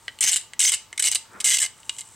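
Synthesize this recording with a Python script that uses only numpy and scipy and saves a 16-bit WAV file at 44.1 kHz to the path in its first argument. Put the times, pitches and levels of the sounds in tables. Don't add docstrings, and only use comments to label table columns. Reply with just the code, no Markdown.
import sys
import numpy as np
from scipy import signal
from scipy.fft import rfft, irfft, next_fast_len
from scipy.io import wavfile
from scipy.ndimage import uniform_filter1d, minimum_filter1d, map_coordinates

SR = 44100
rng = np.random.default_rng(int(sys.argv[2]) if len(sys.argv) > 2 else 0)


def master_out(mix):
    frames = np.transpose(np.atleast_2d(mix))
    ceiling = np.clip(frames, -1, 1)
    pcm = np.round(ceiling * 32767).astype(np.int16)
    wavfile.write(sys.argv[1], SR, pcm)


def boost(x):
    u = np.asarray(x, float) / 20
    return 10 ** u


N = 94815

# [t/s, contact length/s, level/dB, cup share/dB, low blade mode/dB]
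FIRST_STROKE = [(.207, 0.0056, -4, -7, -5), (0.2125, 0.014, -25, 0, -7), (0.224, 0.0079, -20, 1.5, 0),
                (0.237, 0.0079, -13.5, -0.5, 5), (0.248, 0.0079, -26.5, 0.5, -1),
                (0.261, 0.0084, -29, 6, 14.5), (0.273, 0.004, -15.5, 5.5, 11), (0.28, 0.0022, -10, -6, 9),
                (.286, 0.0097, -16, 4, 7.5), (0.294, 0.0078, -36, 15, -3), (0.3147, 0.011, -16.5, -6, -15),
                (0.33, 0.0038, -12.5, 1, -12), (0.34, 0.0047, -19, -5, 1),
                (0.3595, 0.0079, -12.5, -1.5, -15)]
SECOND_STROKE = [(0.5931, 0.006, -8.5, -16, -23), (0.593, 0.0071, -17, 3, 2), (0.601, 0.0054, -6.5, 0, -13),
                 (0.613, 0.0067, -13.5, 1.5, 5), (0.625, 0.012, -18.5, 0, -2), (0.636, 0.0056, -11, -4, 3),
                 (0.648, 0.0056, -12, 6, -10), (0.656, 0.0044, -22.5, -11, 18.5),
                 (.665, 0.0088, -17.5, 0, 10), (0.675, 0.015, -17, 4, 4), (0.689, 0.0079, -15, 1, -6),
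                 (0.7189, 0.0016, -12, -7.5, -9), (0.7233, 0.0039, -18, -1.5, -3),
                 (0.7288, 0.0033, -23, 2, -5), (0.7349, 0.0069, -19, 3, -12),
                 (0.744, 0.0027, -12.5, -5.5, -10)]
THIRD_STROKE = [(0.977, 0.0032, -26, 4, 0), (.995, 0.0069, -15, -0.5, -1), (1.0237, 0.0039, -12, -6, -12),
                (1.03, 0.0058, -30, 6, -6), (1.039, 0.0027, -21, 4, -6), (1.0481, 0.014, -11.5, -1.5, -2),
                (1.059, 0.0046, -19, -4, -8), (1.07, 0.01, -15, 5, 7), (1.0835, 0.0025, -21, -2, -5),
                (1.114, 0.004, -17.5, -4, 1), (1.121, 0.017, -29.5, 5.5, 0), (1.1475, 0.0033, -9.5, -4, -6),
                (1.153, 0.0091, -19.5, 3.5, -5)]
FOURTH_STROKE = [(1.402, 0.011, -29.5, 2.5, -2), (1.443, 0.033, -11, -3, -3.5),
                 (1.472, 0.021, -17.5, -0.5, -2), (1.494, 0.0031, -16, -10, 1), (1.503, 0.02, -13.5, 2, 4),
                 (1.533, 0.021, -18.5, 3, 3), (1.557, 0.015, -26.5, 1.5, 4), (1.571, 0.0049, -29.5, 6, 7),
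                 (1.5844, 0.0072, -17, 0.5, -6), (1.6, 0.0076, -19.5, -5, 0), (1.611, 0.0043, -29.5, -1, 3),
                 (1.617, 0.014, -15, -0.5, -15), (1.633, 0.021, -27, 2, -1), (1.661, 0.0048, -27, 3.5, 5),
                 (1.984, 0.018, -37.5, -1, -3), (2.006, 0.0028, -32.5, -9, -6), (2.009, 0.006, -45, 11, -7)]
# [t/s, level/dB]
LIGHT_DRAG = [
    (0.0, -58),
    (0.24, -68),
    (.4, -47),
    (.5, -71),
    (1.3, -61),
    (1.85, -57.5),
    (1.97, -52.5),
    (2.06, -48.5),
    (2.15, -53.5),
]
# [t/s, lowest modes/dB, push into the hand/dB]
RIM_PLACE = [(.2, 2, -2), (.27, 4, -2.5), (.3, -5, -18), (.37, 0, -2), (.6, -3.5, -7.5), (.65, 2, 1),
             (.68, -3.5, -9), (.72, -1, 9), (.74, 0.5, 6.5), (.98, 8.5, 4), (1.04, -0.5, -3.5),
             (1.09, -2.5, 0.5), (1.15, -3.5, 5), (1.45, -0.5, 1), (1.51, 2.5, -4), (1.57, -4.5, -14),
             (1.63, 2.5, 9), (2.0, -1, -6)]
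# [t/s, level/dB, brightness/dB, lowest modes/dB, thud/dB]
RIM_TAPS = [(0.0807, -9, -8.5, 4.5, 0), (0.0905, -24, -11, -3, 5), (0.115, -44, 6, -6, -16),
            (0.1881, -21, -2, -9, -12), (0.5344, -20, -10, 4.5, 0.5), (0.9282, -22, -3.5, 8.5, 8.5),
            (1.7674, -45, -10, 0, -6), (1.7874, -38, -12, 0, -9), (1.7984, -49, -8, -5, -6),
            (1.8314, -29, -9, -7.5, -11), (1.8943, -4.5, -3, -15, -7.5), (1.8964, -8.5, -18, -6.5, -6),
            (1.9658, -27, -3, -13, -6)]
# [f/Hz, width/Hz, level/dB]
CUP_MODES = [(2956, 168, 3), (3235, 218, -1.5), (3830, 310, -4), (4740, 425, -5), (5600, 220, -13)]
# [f/Hz, width/Hz, level/dB]
OVAL_MODES = [(1615, 144, -10.5), (2041, 110, 2.5), (2570, 160, -22.5)]
# [f/Hz, width/Hz, level/dB]
HAND_MODES = [(428, 300, -4), (674, 110, 3.5), (1274, 350, 0)]
# [f/Hz, width/Hz, level/dB]
LOW_BLADE_MODE = [(6176, 304, 0)]
# [f/Hz, width/Hz, level/dB]
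BLADE_MODES = [(6915, 380, -9), (7594, 435, 1.5), (8100, 438, 0), (8690, 540, -1.5), (9285, 637, -8)]
# [f/Hz, level/dB]
RASP_COLOUR = [(300, -28), (800, -21.5), (1500, -22), (5000, -11.5), (8000, -0.5), (11000, -8.5),
               (16000, -25.5)]
# [multiple of its pitch, level/dB]
SQUEAK_PARTIALS = [(1, -36), (2, -44.5), (3, -38), (4, -45)]
# [t/s, level/dB]
GLOVE_LEVEL = [
    (1.2, -79),
    (1.28, -54.5),
    (1.4, -48),
    (1.6, -74),
    (1.75, -69),
]
# [f/Hz, level/dB]
GLOVE_COLOUR = [(120, -38), (200, -10), (563, -14.5), (626, -14), (887, -15.5), (1350, -6), (2500, -22),
                (3250, -62), (5500, -120)]
# [t/s, f/Hz]
RUB_PITCH = [
    (1.24, 1248),
    (1.33, 1386),
    (1.45, 1585),
]
# [f/Hz, t60/s]
ROOM_DECAY = [(500, 0.28), (2000, 0.3), (5000, 0.3), (8000, 0.24), (14000, 0.15)]
# [f/Hz, likeness/1]
ROOM_LIKENESS = [(500, .4), (2000, 1), (6000, 0.25), (9000, 0.91), (14000, 0.68)]
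# [f/Hz, level/dB]
PORT_SIDE = [(500, -8), (2500, -20), (5500, -19.5), (7000, -11.5), (9000, -18.5), (14000, -25)]
# [f/Hz, level/dB]
AIR_COLOUR = [(12, -37), (20, -12), (113, -7.5), (825, -11.5), (1120, -7), (1530, -12.5), (6720, -16.5),
              (7950, -27.5), (16000, -24)]
# [f/Hz, width/Hz, level/dB]
FAN_HUM = [(60, 18, -72), (99.6, 9.6, -67.5), (119.5, 11, -71), (897, 53, -64), (1185, 72, -71)]
# [f/Hz, likeness/1]
AIR_LIKENESS = [(30, -0.39), (60, 0.48), (250, 0.83), (600, 0.96), (1200, 0.96), (8000, 0.9)]
# [f/Hz, level/dB]
AIR_BALANCE = [(30, -2), (80, 5.5), (300, 3), (1500, .4)]

RELEASE_S, BITE = 0.0019, 1.17
GRAINS_PER_S, GRAIN_SPREAD_DB, GRAIN_TOP = 4600, 5, 2.88
RASP_DB, CUP_DB, LOW_DB, OVAL_DB, HELD_DB = -7.5, -8, -9, -15.5, -34.5
GRIP_SHIFT = 0.023
TAP_S, TAP_CONTACT_S = 0.00066, 0.00006
TAP_DB, TAP_BLADE_DB, TAP_THUD_DB = -7.5, 7, 5.5
SQUEAK_S, SQUEAK_LENGTH_S, SQUEAK_HZ, SQUEAK_WAVER = 1.6, 0.03, 1770, 0.011
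RUB_DB, RUB_WAVER = -9, 0.0383
ROOM_DB, NEAR_DB, NEAR_S = -15, -6, 0.044
AIR_DB = -56.5
LIMIT_DB, HOLD_S, TOP_HZ = -7, 0.0048, 16000


def unit(x):
    return x / np.sqrt(np.mean(x ** 2) + 1e-20)


def along(points, hz):
    f, v = np.transpose(points)
    return np.interp(np.log(hz + 1), np.log(f + 1), v)


def curve(rows):
    s, v = np.transpose(rows)
    return np.interp(np.arange(N) / SR, s, v)


def wobble(rate):
    knots = rng.standard_normal(int(N * rate / SR) + 4)
    return map_coordinates(knots, [np.arange(N) * rate / SR])


def filtered(x, response):
    m = next_fast_len(N + SR // 2)
    spectrum = rfft(x, m) * response(np.fft.rfftfreq(m, 1 / SR))
    return irfft(spectrum, m)[..., :N]


def ring(x, peaks):
    def shape(f):
        return sum((-1) ** k * boost(db) * 1j * f * w / (c * c - f * f + 1j * f * w)
                   for k, (c, w, db) in enumerate(peaks))

    noise_gain = np.sqrt(np.mean(np.abs(shape(np.arange(SR // 2))) ** 2))
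    return filtered(x, shape) / noise_gain


def colour(x, points):
    size = 1024
    cepstrum = irfft(np.log(boost(along(points, np.fft.rfftfreq(size, 1 / SR)))), size)
    cepstrum[1:size // 2] *= 2
    cepstrum[size // 2 + 1:] = 0
    kernel = irfft(np.exp(rfft(cepstrum)), size)
    return signal.fftconvolve(x, kernel / np.linalg.norm(kernel))[:N]


def pair(spectrum, alike):
    def mid_side(hz):
        turn = np.arccos(np.clip(along(alike, hz), -1, 1)) / 2
        return spectrum(hz) * [np.cos(turn), np.sin(turn)]

    mid, side = filtered(rng.standard_normal((2, N)), mid_side)
    return unit(np.array([mid + side, mid - side]))


def scrape():
    force, bite = np.zeros((2, 3, N + SR))
    t = np.arange(SR // 10) / SR
    for s, length, db, cup_db, low_db in FIRST_STROKE + SECOND_STROKE + THIRD_STROKE + FOURTH_STROKE:
        gain = boost(db + np.array([[0], [cup_db], [low_db]]))
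        here = slice(round(s * SR), round(s * SR) + len(t))
        force[:, here] += gain * boost(-60 * np.maximum(t - length, 0) / RELEASE_S)
        bite[:, here] += gain * BITE * np.exp(-t / 0.0011)
    drag = boost(curve(LIGHT_DRAG) + 2.1 * wobble(39.77)) * boost([[0], [-6], [-6]])
    shaving = (force[:, :N] + drag) * grit()
    blade, cup, low = shaving + bite[:, :N] * np.sign(rng.standard_normal(N))
    s, oval_db, held_db = np.transpose(RIM_PLACE)
    oval = cup * boost(curve(np.c_[s, oval_db]))
    held = cup * boost(curve(np.c_[s, held_db]))
    return body(blade, cup, low, oval, held)


def grit():
    hit = rng.random(N) < GRAINS_PER_S / SR
    size = np.minimum(rng.exponential(size=N), GRAIN_TOP)
    return unit(hit * rng.standard_normal(N) * boost(GRAIN_SPREAD_DB * size + 3.2 * wobble(400)))


def body(blade, cup, low, oval, held):
    steel = ring(blade, BLADE_MODES) + boost(LOW_DB) * ring(low, LOW_BLADE_MODE)
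    rasp = boost(RASP_DB) * colour(blade, RASP_COLOUR)
    plastic = boost(CUP_DB) * gripped(cup, CUP_MODES) + boost(OVAL_DB) * gripped(oval, OVAL_MODES)
    return steel + rasp + plastic + boost(HELD_DB) * ring(held, HAND_MODES)


def gripped(x, peaks):
    turn = np.pi / 4 * (1 + np.tanh(wobble(24.86)))
    lower = [(c * (1 - GRIP_SHIFT), w, db) for c, w, db in peaks]
    higher = [(c * (1 + GRIP_SHIFT), w, db) for c, w, db in peaks]
    return ring(x * np.cos(turn), lower) + ring(x * np.sin(turn), higher)


def taps():
    force = np.zeros((4, N + SR))
    t = np.arange(SR // 100) / SR
    blow = unit(t * np.exp(-t / TAP_CONTACT_S)) * boost(-10.5)
    for s, db, bright_db, oval_db, held_db in RIM_TAPS:
        rattle = unit(rng.standard_normal(len(t))) * boost(bright_db + TAP_BLADE_DB - 60 * t / TAP_S)
        knock = blow * boost([[0], [oval_db], [held_db + TAP_THUD_DB]])
        force[:, round(s * SR):][:, :len(t)] += boost(db + TAP_DB) * np.vstack([rattle, knock])
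    blade, cup, oval, held = force[:, :N]
    return body(blade, cup, blade, oval, held)


def squeak():
    t = np.arange(N) / SR
    phase = 2 * np.pi * np.cumsum(SQUEAK_HZ * (1 + SQUEAK_WAVER * wobble(150))) / SR
    to_edge = np.minimum(t - SQUEAK_S, SQUEAK_S + SQUEAK_LENGTH_S - t)
    fade = np.clip(to_edge / 0.0022, 0, 1)
    return fade * sum(boost(db + 4 * wobble(250)) * np.sin(k * phase) for k, db in SQUEAK_PARTIALS)


def glove():
    pitch = curve(RUB_PITCH) * (1 + RUB_WAVER * wobble(90))
    rub = boost(RUB_DB + 5 * wobble(60)) * np.sin(2 * np.pi * np.cumsum(pitch) / SR)
    friction = pair(lambda hz: boost(along(GLOVE_COLOUR, hz)), [(1000, 0.69)])
    return boost(curve(GLOVE_LEVEL) + 2.35 * wobble(29.61)) * (rub + friction)


def room(x):
    out = np.zeros((2, N + SR))
    start = 40
    for part in np.array_split(x, 9):
        hz, t, z = signal.stft(rng.standard_normal((2, SR // 2)), SR, nperseg=256)
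        turn = np.arccos(np.clip(along(ROOM_LIKENESS, hz), 0, 1))[:, None] / 2
        decay = boost(-60 * t / along(ROOM_DECAY, hz)[:, None])
        mid, side = signal.istft(z * [np.cos(turn), np.sin(turn)] * decay, SR, nperseg=256)[1]
        tail = np.array([mid + side, mid - side])
        size = tail.shape[1]
        near = rng.standard_normal(size) * boost(-60 * np.arange(size) / SR / NEAR_S)
        walls = boost(ROOM_DB) * tail / np.linalg.norm(tail[0])
        bench = boost(NEAR_DB) * near / np.linalg.norm(near)
        wet = signal.fftconvolve(part[None], walls + bench, axes=1)
        out[:, start:][:, :wet.shape[1]] += wet
        start += len(part)
    return out[:, :N]


def air():
    hum = sum(boost(db) * pair(lambda hz: np.exp(-((hz - c) / w) ** 2), AIR_LIKENESS)
              for c, w, db in FAN_HUM)
    noise = boost(AIR_DB) * pair(lambda hz: boost(along(AIR_COLOUR, hz)), AIR_LIKENESS)
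    return filtered(noise + hum, lambda hz: boost(along(AIR_BALANCE, hz) * [[.5], [-.5]]))


def scene():
    near = scrape() + taps() + squeak()
    apart = filtered(near, lambda hz: 1j * boost(along(PORT_SIDE, hz))) * [[1], [-1]]
    return near + apart + room(near) + glove() + air()


def low_pass(x):
    return signal.sosfilt(signal.butter(12, 16780, fs=SR, output="sos"), x)


def record(dry):
    span = round(HOLD_S * SR) + 1
    need = np.minimum(1, boost(LIMIT_DB) / (np.abs(dry).max(0) + 1e-9))
    gain = uniform_filter1d(minimum_filter1d(need, span), span // 2 + 1)
    mix = filtered(dry * gain, lambda hz: hz < TOP_HZ)
    return low_pass(mix)


dry = scene()
out = record(dry)
master_out(out)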